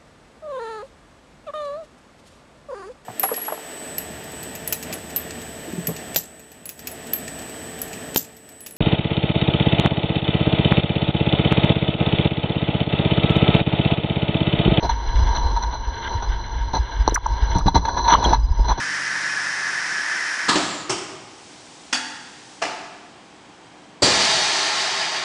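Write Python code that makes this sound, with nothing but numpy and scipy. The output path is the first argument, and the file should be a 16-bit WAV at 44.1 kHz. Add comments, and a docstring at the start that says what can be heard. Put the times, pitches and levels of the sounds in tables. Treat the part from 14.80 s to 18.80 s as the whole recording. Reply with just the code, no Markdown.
"""Air rushing past a tumbling capsule, heard close, on one camera microphone inside its housing.
From the start the flow rings the housing's hollow resonances beside a thin hiss, over a low buffeting
rumble. Rough gusts come at once, something scrapes against the hull, and the hull bumps softly.
Just past the middle a sharp knock rings the shell and short squeaky ticks follow. Near three seconds
the gusts crowd in and a wall panel thuds; more scrapes, ticks and a duller knock come before the end."""
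import sys
import numpy as np
from scipy import signal
from scipy.fft import rfft, irfft
from scipy.io import wavfile
from scipy.ndimage import uniform_filter1d, minimum_filter1d

SR = 44100
rng = np.random.default_rng(int(sys.argv[2]) if len(sys.argv) > 2 else 0)


def transcribe(u):
    """Save the signal u as a 16-bit wav file named by the first command-line argument.

    u: samples, shape (n,) or (channels, n), limited to [-1, 1]; the rate is SR.
    q: integer samples, one column per channel.
    """
    v = np.clip(np.atleast_2d(u).T, -1, 1)
    q = np.round(v * 32767).astype(np.int16)
    wavfile.write(sys.argv[1], SR, q)


N = 176400
T = np.arange(N) / SR
HZ = np.fft.rfftfreq(N, 1 / SR)

# strength of the steady airflow, the thin hiss and the buffeting: time_s, level_db
FLOW_LEVEL = [(.2,-33.5),(.55,-26.5),(1.03,-35),(1.25,-32),(1.85,-35),(2.33,-35),(2.39,-45),(2.47,-33),(2.72,-28.5),(2.92,-37),(3.15,-25),(3.54,-25.5),(3.6,-41.5),(3.75,-36),(3.88,-31.5),(4,-38)]
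HISS_LEVEL = [(0,-40.5),(.55,-38.5),(1.05,-45),(1.2,-41),(1.35,-42),(2.3,-41),(2.41,-48),(2.6,-35.5),(2.92,-54.5),(3.52,-39.5),(3.58,-51.5),(4,-42)]
BUFFET_LEVEL = [(0,-36.5),(.06,-21),(.24,-27.5),(.38,-17),(.65,-20.5),(.92,-26),(1.22,-31.5),(1.5,-23),(1.8,-26),(1.98,-23),(2.08,-31),(2.32,-23.5),(2.41,-35),(2.51,-22),(2.68,-20),(3.3,-28.5),(3.48,-19.5),(3.72,-21),(4,-23.5)]
# hollow resonances of the housing around the microphone: pitch_hz, half_width_hz, flow_db, gust_db
HOUSING_RESONANCES = [(932.5,48.8,4.5,8.5),(1144,28,-16,-7),(1290,15,-25,-13.5),(1471,29,-17.5,-8),(1669,47,-17.5,-11),(3415,21,-30,-12),(3500,27,-24,-24),(4064,62.3,-8,-4.5),(5953,65.5,-11.5,-9)]
# broad rush under those resonances, in steady flow and in gusts: frequency_hz, gain_db
FLOW_SPECTRUM = [(60,-24),(150,-13),(400,-11.5),(580,-15.5),(780,-14),(1050,-7),(1280,-42),(2000,-39.5),(2520,-45.5),(3100,-49.5),(3900,-40),(4300,-32.5),(4750,-34.5),(5400,-40),(5800,-29),(6350,-33),(6550,-49.5)]
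GUST_SPECTRUM = [(300,-44.5),(600,-19),(820,-9),(1050,-33),(1300,-45.5),(2000,-21.5),(2500,-33.5),(3100,-32.5),(3900,-20.5),(4300,-20.5),(4900,-70),(5500,-32.5),(5900,-23.5),(6350,-25.5),(6600,-73)]
# tone colour of the hiss, rumble, low flutter and dry scratches: frequency_hz, gain_db
HISS_SPECTRUM = [(700,-8),(1300,-2),(1620,8),(1800,-2.5),(2100,1.5),(2520,-18),(2900,-2.5),(3420,0),(3750,-7),(4600,-25),(6200,-22.5),(6600,-53)]
RUMBLE_SPECTRUM = [(5,-28),(15,-6),(38,-0.5),(52,7.5),(66,-3),(82,-8.5),(122,-13.5),(145,-27),(300,-34),(900,-95.5)]
FLUTTER_SPECTRUM = [(60,-14.5),(130,3),(300,1),(560,-3),(760,3.5),(900,-4),(1080,-9),(1400,-27.5),(2500,-30.5),(5500,-23),(6700,-55)]
SCRATCH_SPECTRUM = [(500,4),(3000,-7),(6000,4.5),(9300,3),(11000,-11),(14500,-11),(16000,-29)]
# thin ringing that follows the buffeting: pitch_hz, half_width_hz, gain_db
THIN_RESONANCES = [(4976,40,1.5),(5106,35,-6.5)]
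# gusts on the housing: start_s, length_s, rush_db, flutter_db
GUST_EVENTS = [(0.023,0.045,-25.5,-23),(0.088,0.027,-20,-39),(0.388,0.017,-24,-28.5),(0.544,0.036,-22,-35),(0.705,0.012,-25.5,-31.5),(0.759,0.012,-18,-60),(0.818,0.027,-22.5,-46),(0.922,0.042,-28,-40),(1.419,0.024,-25,-35.5),(1.93,0.049,-22,-25.5),
               (2.741,0.041,-24.5,-32.5),(2.785,0.012,-21,-23),(2.858,0.032,-20.5,-22),(2.942,0.031,-13,-18),(3.048,0.012,-17.5,-26),(3.072,0.033,-26,-32),(3.165,0.032,-20,-34),(3.236,0.046,-22.5,-57),(3.274,0.061,-11.5,-54),(3.32,0.029,-15,-21.5),
               (3.368,0.049,-31.5,-26.5),(3.421,0.047,-17,-32),(3.453,0.093,-24,-23.5),(3.522,0.025,-16,-27),(3.786,0.015,-29.5,-28),(3.878,0.043,-17.5,-28.5),(3.973,0.028,-25,-29.5)]
# rattling scrapes against the hull: start_s, length_s, level_db
HULL_SCRAPES = [(0.089,0.043,-34),(0.546,0.025,-35),(1.127,0.019,-34.5),(1.217,0.066,-30),(3.296,0.04,-25.5),(3.321,0.016,-20)]
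# soft bumps of the hull: centre_s, pitch_hz, peak_db
HULL_BUMPS = [(0.292,29,-15),(0.394,71.5,-15),(0.426,70.5,-13),(0.663,55.5,-7.5),(1.086,50,-13),(1.361,75.6,-14.5),(1.5,46,-12.5),(2.003,60,-11.5),(2.21,50.2,-7),(2.637,51,-7),(2.762,61,-12.5),(2.87,41.2,-8.5),(2.969,59,-8.5),(3.647,42.5,-12.5),(3.715,49.6,-9),(3.811,41,-7),(3.921,41.8,-11.5)]
# knocks on the shell: start_s, level_db, treble_db
SHELL_KNOCKS = [(2.277,0,8),(2.285,-14.5,8),(2.322,-10.5,-46),(3.46,-8,-16)]
# modes of the shell: pitch_hz, gain_db, t60_s
SHELL_MODES = [(331,-4,0.03),(421,-8.5,0.041),(922,2.5,0.011),(1330,-14,0.0062),(4100,-8,0.0084),(5900,-12.5,.011)]
# squeaky ticks: start_s, length_s, pitch_hz, level_db
SQUEAKS = [(2.294,0.006,6100,-24.5),(2.308,0.008,4030,-28),(2.341,0.018,5950,-16.5),(2.3582,0.0048,1474,-12.5),(2.361,0.0042,1836,-20),(2.3635,0.0059,1280,-15),(2.3735,0.0081,964,-16.5),(2.4587,0.012,983,-11.5),(2.4635,0.0048,6060,-25.5),
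           (2.783,0.0044,5840,-23.5),(2.805,0.012,1190,-26.5),(2.874,0.015,4007,-20),(2.876,0.013,901,-14),(3.089,0.0094,1570,-24),(3.321,0.024,1230,-14),(3.3455,0.011,1033,-4),(3.44,0.0069,6020,-20),(3.445,0.017,3310,-17.5),(3.531,0.011,913,-8),(3.913,0.016,926,-14)]
# dry scratches that go with some of the highest squeaks: start_s, length_s, level_db
DRY_SCRATCHES = [(2.3416,0.016,-24),(2.787,.007,-46.5),(3.436,0.012,-48)]
# hollow thuds of a wall panel: start_s, level_db
PANEL_THUDS = [(2.756,-12),(2.859,-9.5),(2.951,-18),(2.975,-19.5)]
# modes of that panel: pitch_hz, gain_db, t60_s
PANEL_MODES = [(114,1,0.092),(172.5,-2,0.13),(282,-6,0.1)]

EDDY_RATE_HZ, GUST_EDDY_RATE_HZ = 21.9, 112
GRAIN_DEPTH_DB, GRAIN_RATE_HZ = 4.5, 392
RUSH_TOP_HZ, BAND_EDGE_HZ = 6464, 15800


def amp(db):
    """Decibels to gain."""
    return 10 ** (np.asarray(db) / 20)


def unit(x):
    """Scales to rms 1."""
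    return x / np.sqrt(np.mean(x ** 2) + 1e-20)


def level(curve):
    """Gain over time from points of time_s, level_db."""
    return amp(np.interp(T, *np.transpose(curve)))


def colour(points):
    """Gain over frequency from points of frequency_hz, gain_db."""
    hz, db = np.transpose(points)
    return amp(np.interp(np.log(HZ + 1), np.log(hz), db))


def peaks(rows):
    """Gain over frequency of steep-sided resonances."""
    return sum(amp(db) / (1 + ((HZ - hz) / half_width) ** 2) for hz, half_width, db in rows)


def noise(gain):
    """Noise of rms 1 with the given spectrum."""
    return unit(irfft(rfft(rng.standard_normal(N)) * gain, N))


def add(mix, start, sound):
    """Mixes a sound in at a time in seconds."""
    part = mix[max(round(start * SR), 0):][:len(sound)]
    part += sound[:len(part)]


def eddies(depth_db, rate_hz):
    """Random puffs of gain, so many a second: each strikes at once and dies away."""
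    kicks = (rng.random(N) < rate_hz / SR) * rng.random(N)
    puffs = signal.lfilter([1], [1, -np.exp(-2 * rate_hz / SR)], kicks)
    return unit(amp(depth_db * unit(puffs - puffs.mean())))


def housing(force, spectrum, resonances=(), ripple_db=2.5, ripple_width_hz=20):
    """A noisy force rings the housing: any strong resonances given, many faint ones, little treble."""
    smoothing = np.hanning(int(2 * ripple_width_hz / HZ[1]))
    ripple = unit(signal.oaconvolve(rng.standard_normal(len(HZ)), smoothing, "same"))
    wash = colour(spectrum) * amp(ripple_db * ripple)
    wall_loss = np.sqrt(1 + (HZ / RUSH_TOP_HZ) ** 150)
    gain = unit(np.hypot(wash, peaks(resonances)) / wall_loss)
    # minimum phase, so the ringing comes after each push
    cepstrum = irfft(np.log(gain + 1e-5), N)
    causal = cepstrum[:N // 2] * (1 + (T[:N // 2] > 0))
    ring = irfft(np.exp(rfft(causal, N)), N)[:SR // 5]
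    return signal.oaconvolve(force * rng.standard_normal(N), ring)[:N]


def flow():
    """Steady turbulent air rings the housing: a hollow rush and a thin hiss beside it."""
    resonances = [(hz, half_width, db) for hz, half_width, db, _ in HOUSING_RESONANCES]
    rush_force = level(FLOW_LEVEL) * eddies(depth_db=1, rate_hz=EDDY_RATE_HZ)
    rush = housing(rush_force, FLOW_SPECTRUM, resonances)
    hiss_force = level(HISS_LEVEL) * eddies(depth_db=2.5, rate_hz=EDDY_RATE_HZ)
    return rush + housing(hiss_force, HISS_SPECTRUM)


def rumble(bump_width_cycles=0.47, ringing_db=-38):
    """Low buffeting with single soft hull bumps; a thin ringing follows the shaking."""
    hull = level(BUFFET_LEVEL) * noise(colour(RUMBLE_SPECTRUM))
    for centre, hz, db in HULL_BUMPS:
        cycles = (T - centre) * hz
        hull -= amp(db) * np.exp(-.5 * (cycles / bump_width_cycles) ** 2) * np.cos(2 * np.pi * cycles)
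    shaking = np.sqrt(abs(uniform_filter1d(hull ** 2, size=1300)))  # rms over about 30 ms
    ringing = noise(peaks(THIN_RESONANCES) * (HZ < RUSH_TOP_HZ))
    return hull + amp(ringing_db) * shaking * ringing


def surge(start, length, rise_s=0.0064, fall_s=0.027):
    """A quick rise, a hold if there is time, and a slower drop."""
    rise = np.clip((T - start) / rise_s, 0, 1)
    fall = np.clip((start + length - T) / fall_s + .5, 0, 1)
    return rise * fall


def gusts():
    """Each gust surges past, ringing the housing and fluttering against the wall."""
    rush_power, flutter_power = np.zeros(N), np.zeros(N)
    for start, length, rush_db, flutter_db in GUST_EVENTS:
        shape = surge(start, length)
        rush_power += (amp(rush_db) * shape) ** 2
        flutter_power += (amp(flutter_db) * shape) ** 2
    force = np.sqrt(rush_power) * eddies(depth_db=2, rate_hz=GUST_EDDY_RATE_HZ)
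    resonances = [(hz, half_width, db) for hz, half_width, _, db in HOUSING_RESONANCES]
    rush = housing(force, GUST_SPECTRUM, resonances)
    flutter = noise(colour(FLUTTER_SPECTRUM) * (HZ < RUSH_TOP_HZ))
    return rush + np.sqrt(flutter_power) * flutter


def scrapes():
    """Something rubs the hull in short grainy rasps, with the colour of the hiss."""
    force = sum(amp(db) * surge(start, length) for start, length, db in HULL_SCRAPES)
    return housing(force * eddies(GRAIN_DEPTH_DB, GRAIN_RATE_HZ), HISS_SPECTRUM)


def struck(modes, length_s, rise_s):
    """A struck surface: its modes swell together and each dies at its own rate."""
    t = T[:round(length_s * SR)]
    rise = np.sin(np.pi / 2 * np.minimum(t / rise_s, 1)) ** 2
    return rise * sum(amp(db - 60 * t / t60) * np.sin(2 * np.pi * hz * t) for hz, db, t60 in modes)


def knocks(treble_above_hz=700):
    """Hard blows ring the shell's short modes, some bright, some dull."""
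    out = np.zeros(N)
    for start, level_db, treble_db in SHELL_KNOCKS:
        modes = [(hz, db + treble_db * (hz > treble_above_hz), t60) for hz, db, t60 in SHELL_MODES]
        add(out, start, amp(level_db) * struck(modes, length_s=0.1, rise_s=0.0017))
    return out


def ticks(wobble_hz=98, wobble_db=0.6, taper=0.71):
    """Brief squeaks, each a tone wavering in pitch and level, and short dry scratches."""
    out = np.zeros(N)
    wobble = noise(1 / (1 + (HZ / GRAIN_RATE_HZ) ** 4))
    scratch = noise(colour(SCRATCH_SPECTRUM)) * eddies(GRAIN_DEPTH_DB, GRAIN_RATE_HZ)
    for start, length, hz, db in SQUEAKS:
        span = (T > start) & (T < start + length)
        phase = 2 * np.pi * np.cumsum(hz + wobble_hz * wobble[span]) / SR
        tone = amp(wobble_db * wobble[span]) * np.sin(phase)
        out[span] += amp(db) * signal.windows.tukey(span.sum(), taper) * tone
    for start, length, db in DRY_SCRATCHES:
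        span = (T > start) & (T < start + length)
        out[span] += amp(db) * signal.windows.tukey(span.sum(), taper) * scratch[span]
    return out


def thuds():
    """A wall panel, flexed by hard gusts, rings briefly on its low modes."""
    out = np.zeros(N)
    ring = struck(PANEL_MODES, length_s=0.5, rise_s=0.0024)
    for start, db in PANEL_THUDS:
        add(out, start, amp(db) * ring)
    return out


def scene(floor_db=-101):
    """Everything that reaches the one microphone in the housing, over a faint noise floor."""
    mix = flow() + rumble() + gusts() + scrapes() + knocks() + ticks() + thuds()
    return (mix + amp(floor_db) * rng.standard_normal(N))[None]


def record(dry):
    """A quick limiter holds the peaks at full scale; then a low-pass cuts the highest treble."""
    needed_gain = 1 / np.maximum(abs(dry), 1)
    smooth_gain = uniform_filter1d(minimum_filter1d(needed_gain, size=201), size=201)
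    low_pass = signal.firwin(511, BAND_EDGE_HZ, window=("kaiser", 9), fs=SR)
    return signal.oaconvolve(dry * smooth_gain, low_pass[None], "same")


dry = scene()
out = record(dry)
transcribe(out)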